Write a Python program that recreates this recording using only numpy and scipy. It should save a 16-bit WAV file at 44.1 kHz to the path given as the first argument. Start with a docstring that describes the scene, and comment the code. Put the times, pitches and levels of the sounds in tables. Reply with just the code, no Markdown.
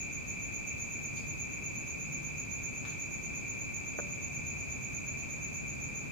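"""Night insects in a walled yard

A cricket chirps about eight times a second, three falling wing strokes a chirp, blurred by close echoes, over a
far chorus of noise. A second insect trills on short falling pulses an octave and a half lower, coloured by standing
waves that differ at each microphone. Far traffic rumbles in shaped noise with brief hums, the air hisses, and
a few small ticks (filtered noise bursts) and one dull double knock (decaying modes) fall nearby."""
import sys
import numpy as np
from scipy import signal
from scipy.fft import rfft, irfft, next_fast_len
from scipy.io import wavfile
from scipy.ndimage import map_coordinates

SR = 44100
rng = np.random.default_rng(int(sys.argv[2]) if len(sys.argv) > 2 else 0)


def pcm_store(signal):
    """Save signal as 16-bit PCM."""
    levels = np.round(np.clip(np.atleast_2d(signal), -1, 1) * 32767)
    wavfile.write(sys.argv[1], SR, levels.astype(np.int16).T)


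def ratio_of_db(decibels):
    """Turn decibels (scalar or array-like) into linear amplitude factors; 0 dB maps to 1."""
    return 10 ** (np.asarray(decibels, float) / 20)


N = 269451


def unit(x):
    """Scaled to rms 1."""
    return x / np.sqrt(np.mean(x ** 2) + 1e-20)


def along(points, hz):
    """(Hz, value) points read on a log frequency axis."""
    point_hz, value = np.transpose(points)
    return np.interp(np.log(hz + 1), np.log(point_hz + 1), value)


def wobble(rate_hz):
    """A smooth random curve through rate_hz normal draws a second."""
    knots = rng.standard_normal(int(N * rate_hz / SR) + 4)
    return map_coordinates(knots, [np.arange(N) * rate_hz / SR])


def filtered(x, response):
    """x times a complex response of frequency."""
    m = next_fast_len(N + SR)
    return irfft(rfft(x, m) * response(np.fft.rfftfreq(m, 1 / SR)), m)[..., :N]


def rush(spectrum):
    """Stereo noise of rms 1: mid and side are balanced to give the yard's left-right likeness."""
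    # likeness of the two microphones: hz, correlation (-1 to 1)
    likeness = [(30, -0.45), (60, -0.12), (130, -0.014), (290, -0.37), (640, -0.56), (1410, -0.32),
                (3100, -0.038), (6820, -0.083), (15000, 0.019)]

    def mid_and_side(hz):
        angle = np.arccos(np.clip(along(likeness, hz), -1, 1)) / 2
        return ratio_of_db(along(spectrum, hz)) * [np.cos(angle), np.sin(angle)]

    mid, side = filtered(rng.standard_normal((2, N)), mid_and_side)
    return unit(np.array([mid + side, mid - side]))


def tail(t60_s, length_s):
    """Diffuse answer of the yard: decaying noise, one per microphone, energy 1."""
    t = np.arange(int(length_s * SR)) / SR
    decay = rng.standard_normal((2, len(t))) * ratio_of_db(-60 * t / t60_s)
    return decay / np.linalg.norm(decay, axis=1, keepdims=True)


def echoes(reflections, loss_db_per_ms):
    """Impulse response of single reflections, each losing more the later it arrives."""
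    ms, db = np.transpose(reflections)
    at = np.round(ms * SR / 1000).astype(int)
    return np.bincount(at, ratio_of_db(db - loss_db_per_ms * ms), 5000)[:5000]


def ringing(peaks, hz):
    """Response whose power is a sum of resonance peaks; scattered paths delay each pitch differently."""
    power = sum(ratio_of_db(db) ** 2 / (1 + (2 * (hz - centre) / width) ** 2) for centre, width, db in peaks)
    # folding the cepstrum gives the minimum phase that goes with this power
    cepstrum = irfft(np.log(power) / 2)
    half = len(cepstrum) // 2
    cepstrum[1:half] *= 2
    cepstrum[half + 1:] = 0
    scatter = map_coordinates(rng.standard_normal(SR), [hz / 28])  # a new draw every 28 Hz
    return np.exp(rfft(cepstrum) + 2.2j * scatter)


def triller():
    """Short falling pulses at a steady rate, each starting at a new phase, through the yard's standing waves."""
    # standing waves stirred at each microphone: centre_hz, width_hz, level_db
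    yard_left = [(2097, 14, -2), (2140, 30, -7), (2202, 25, -5), (2259, 6, -5), (2290, 10, -3),
                 (2343, 18, 5), (2404, 4, -1), (2431, 7, -4), (2471, 14, -5), (2530, 8, -6), (2561, 25, -4),
                 (2607, 12, -1), (2685, 14, -8)]
    yard_right = [(2110, 30, -4), (2155, 16, -4), (2207, 25, -3), (2250, 14, -4), (2298, 10, -3),
                  (2321, 7, 4), (2357, 4, 3), (2384, 17, 1), (2468, 6, -1), (2515, 16, -4), (2567, 16, -6),
                  (2609, 10, -2), (2686, 25, -6)]
    rate_hz, fundamental_db, octave_db = 123.8, -42.5, -72
    waver_db = 0.13 * wobble(3.03)
    u = np.linspace(0, 1, int(.0075 * SR))
    pulse = np.sin(np.pi * u) * np.exp(2j * np.pi * np.cumsum(2700 - 500 * u) / SR)
    lead = SR  # the trill is already under way for a second when we start to listen
    count = int((N + lead) / SR * rate_hz)
    late, strength = rng.standard_normal((count, 2)).T
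    starts = np.exp(2j * np.pi * rng.random(count)) * ratio_of_db(1.5 * strength)
    times = np.arange(count) / rate_hz + .0004 * late
    at = np.clip((times * SR).astype(int), 0, N + lead - 1)
    train, octave_train = np.zeros((2, N + lead), complex)
    train[at] = starts
    octave_train[at] = starts ** 2  # squaring doubles the phase

    song = signal.fftconvolve(train, pulse)[:N + lead].real
    even = 2 * (len(song) // 2)
    hz = np.fft.rfftfreq(even, 1 / SR)
    spectrum = rfft(song[:even])
    heard = [unit(irfft(spectrum * ringing(yard, hz))[-N:]) for yard in (yard_left, yard_right)]
    octave = signal.fftconvolve(octave_train, pulse ** 2).real
    octave = signal.fftconvolve(octave[None], tail(1.0, .48), axes=1)[:, lead:lead + N]
    return ratio_of_db(waver_db) * (ratio_of_db(fundamental_db) * np.array(heard) + ratio_of_db(octave_db) * unit(octave))


def chorus():
    """Far crickets of the same kind, merged into a band of noise that wavers in level."""
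    # colour of the far crickets: hz, density_db (per Hz)
    band = [(5400, -120), (5700, -15.5), (6100, -20), (6400, -3.5), (6800, -10), (7100, -1.5),
            (7400, -12.5), (7700, -25), (8200, -120)]
    return ratio_of_db(-56.5 + 0.76 * wobble(5.1)) * rush(band)


def traffic():
    """Broad road rumble in shaped noise; now and then a low gliding hum swells in it and fades."""
    # slow course of the rumble, before a 3.5 dB lift: time_s, level_db
    course = [(0, -48), (2.4, -47.5), (6.11, -47)]
    # colour of the rumble: hz, density_db (per Hz)
    rumble = [(12, -27), (20, -19), (53, -4.5), (82, -4), (146, -3), (187, -6), (245, -7), (471, -16),
              (629, -17.5), (1560, -26), (2000, -30), (2600, -53), (4400, -120)]
    # low hums: start_s, end_s, start_hz, end_hz, level_db (peak, before the lean to the left)
    hums = [(.95, 1.45, 144, 152, -52), (1.95, 2.5, 143, 153, -48), (2.4, 2.65, 105, 105, -51),
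            (2.55, 2.95, 131, 134, -52), (4.28, 4.65, 146, 144, -50), (4.25, 4.65, 82, 86, -51),
            (4.6, 5.3, 126, 130, -50), (5.08, 5.85, 149, 154, -52), (5.6, 5.92, 131, 133, -48)]
    t = np.arange(N) / SR
    course_s, course_db = np.transpose(course)
    out = ratio_of_db(np.interp(t, course_s, course_db) + 3.5) * rush(rumble)
    for start_s, end_s, start_hz, end_hz, db in hums:
        u = np.clip((t - start_s) / (end_s - start_s), 0, 1)
        pitch_hz = start_hz + (end_hz - start_hz) * u + 1.5 * wobble(6)
        swell = np.sin(np.pi * u) ** .5
        out += ratio_of_db(db) * swell * np.sin(2 * np.pi * np.cumsum(pitch_hz) / SR)
    return out * ratio_of_db([[.6], [-.6]])  # a little stronger at the left microphone


def hiss():
    """Steady air hiss: shaped stereo noise."""
    # colour of the hiss: hz, density_db (per Hz)
    air = [(1000, -120), (1500, -10), (2000, 4.5), (3000, -0.5), (5500, -4), (8000, -8.5), (12000, -11.5),
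           (14500, -11), (15700, -29), (20000, -27)]
    return ratio_of_db(-59.0) * rush(air)


def chirper():
    """Each wing stroke is a tone that sags as the wing slows, with a weak octave, heard through close echoes."""
    # wing strokes of a chirp: lead_s (before its loudest moment), stroke_db, start_hz, fall_hz, octave_db
    # (stroke_db sets the tone and octave_db the octave, before the echoes)
    strokes = [(.0456, -9, 6755, 950, -7), (.0286, -2.3, 6908, 960, 0), (.0118, 1.2, 6962, 750, -2)]
    # early echoes at each microphone: delay_ms, level_db
    echo_left = [(.14, -5), (4.15, -5), (7.96, -9), (9.27, -7), (11.5, -3), (13.72, -2), (17.44, -7),
                 (20.82, -8), (34.72, -6), (42.99, -5)]
    echo_right = [(.59, 0), (4.76, -1), (7.57, 0), (9.34, -2), (11.56, -1), (15.96, -2), (19.39, -3),
                  (25.5, -2), (33.31, -3), (42.22, -3)]
    # runs of evenly spaced chirps, a short hesitation between runs: first_chirp_s, last_chirp_s
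    runs = [(.0156, .1516), (.304, .4397), (.5643, .822), (.9395, 2.267), (2.3996, 2.5346), (2.657, 3.0238),
            (3.1414, 3.3763), (3.5008, 3.6179), (3.7652, 5.5691), (5.7016, 5.9791)]
    pace_s, waver_s = .1205, .001  # usual time from chirp to chirp, and its scatter
    chirp_db, uneven_db = -40.5, 0.5  # level of a chirp before its echoes, and its scatter
    margin_s = .1  # room for strokes that begin before the first sample
    u = np.linspace(0, 1, int(.012 * SR))
    swell, sag = np.sin(np.pi * u ** .8), u ** 1.53
    tone, octave = np.zeros((2, N + SR))
    times = np.concatenate([np.linspace(first, last, 1 + round((last - first) / pace_s))
                            for first, last in runs])
    for time_s in times + waver_s * rng.standard_normal(len(times)):
        db = chirp_db + uneven_db * rng.standard_normal()
        for lead_s, stroke_db, start_hz, fall_hz, octave_db in strokes:
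            late, detune, strength = rng.standard_normal(3)
            pitch_hz = (start_hz - fall_hz * sag) * (1 + .0015 * detune)
            phase = 2 * np.pi * np.cumsum(pitch_hz) / SR
            gain = ratio_of_db(db + 1.2 * strength) * swell
            at = round((time_s - lead_s + .0003 * late + margin_s) * SR)
            tone[at:at + len(u)] += ratio_of_db(stroke_db) * gain * np.sin(phase)
            octave[at:at + len(u)] += ratio_of_db(octave_db) * gain * (0.85 + 0.69 * sag) * np.sin(2 * phase)

    def near(loss_db_per_ms):
        return np.array([echoes(table, loss_db_per_ms) for table in (echo_left, echo_right)])

    def through(x, answer):
        return signal.fftconvolve(x[None], answer, axes=1)[:, :N + SR]

    # later echoes merge into a diffuse tail from 17 ms on
    late_echoes = np.pad(ratio_of_db(-1) * tail(0.82, .085), ((0, 0), (round(0.017 * SR), 5000)))[:, :5000]
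    sound = through(tone, near(0) + late_echoes)
    sound += ratio_of_db(-18.5) * through(octave, near(1.0))
    sound += ratio_of_db(-26.5) * through(octave, tail(.2, .48))
    return sound[:, round(margin_s * SR):][:, :N]


def ticks():
    """Small dry snaps, part ringing twig and part dull leaf rustle; the yard's short answer outweighs the snap."""
    # ticks: start_s, level_db (before a 13.5 dB lift and filtering), left_right_db, twig_to_rustle_db
    tick_list = [(.2175, -59, 1.5, 5), (.7777, -54, 3, 3), (1.169, -47, -6, -10.5), (1.8714, -56, 3, 5),
                 (1.9572, -59, 0, -2), (2.8515, -52, 6, 14.5), (2.9033, -54, 5, 8.5), (4.7322, -62, 0, 5),
                 (5.184, -55, -3, 8)]
    # what a tick rings with: centre_hz, width_hz, level_db
    twig_peaks = [(3300, 700, -8), (4650, 300, 1.5), (8000, 1500, -14)]
    twig, leaf = np.zeros((2, 2, N + SR))
    t = np.arange(400) / SR
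    for start_s, db, pan_db, rustle_db in tick_list:
        snap = rng.standard_normal(len(t)) * ratio_of_db(-60 * t / .0015)
        answer = ratio_of_db(10.5) * signal.fftconvolve(snap[None], tail(0.36, 0.33), axes=1)
        answer[:, :len(t)] += snap
        answer *= ratio_of_db(db + 13.5 + np.array([[.5], [-.5]]) * pan_db)
        span = slice(round(start_s * SR), round(start_s * SR) + answer.shape[1])
        twig[:, span] += answer * ratio_of_db(-rustle_db)
        leaf[:, span] += answer * ratio_of_db(rustle_db - 4)

    def wood(f):
        """Band-pass resonances of alternating sign."""
        return sum((-1) ** k * ratio_of_db(db) * 1j * f * width / (centre ** 2 - f * f + 1j * f * width)
                   for k, (centre, width, db) in enumerate(twig_peaks))

    def dry_leaf(f):
        """A broad band around 2 kHz, softened above 9 kHz."""
        band = 1j * f * 5000 / (2000 ** 2 - f * f + 1j * f * 5000)
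        return band ** 2 / (1 + 1j * f / 9000)

    return filtered(twig[:, :N], wood) + filtered(leaf[:, :N], dry_leaf)


def knock():
    """A dull double knock on something that holds the microphones: decaying modes, partly opposite in the two."""
    # blows: start_s, level_db
    blows = [(3.988, -30), (3.9983, -33)]
    # modes of the knocked body: pitch_hz, level_db, t60_s, left_right_phase_rad
    body = [(480, 0, .03, 1.9), (605, 1, .025, 1.2), (582, -27, 1.2, .5), (960, -7, .025, 2.6),
            (1260, -7, .025, .5), (1470, -3, .025, .8), (1630, -9, .025, 2.8)]
    out, t = np.zeros((2, N + SR)), np.arange(SR // 4) / SR
    onset = 1 - np.exp(-t / 0.00039)
    for start_s, blow_db in blows:
        at = round(start_s * SR)
        for hz, db, t60_s, lean in body:
            # modes of nearly opposite phase also start a quarter turn back
            phase = np.array([[.5], [-.5]]) * lean - np.pi / 2 * (lean > 2)
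            ring = np.sin(2 * np.pi * hz * t + phase)
            out[:, at:at + len(t)] += ratio_of_db(blow_db + db - 60 * t / t60_s) * onset * ring
    return out[:, :N]


def scene():
    """The insects over traffic and hiss, with the small contacts."""
    return triller() + chorus() + traffic() + hiss() + chirper() + ticks() + knock()


def roll_off(x):
    """The treble ends steeply here."""
    return signal.sosfilt(signal.butter(12, 15660, fs=SR, output="sos"), x)


def record(dry):
    """The two microphones' finished mix, as the camera keeps it."""
    return roll_off(dry)


dry = scene()
out = record(dry)
pcm_store(out)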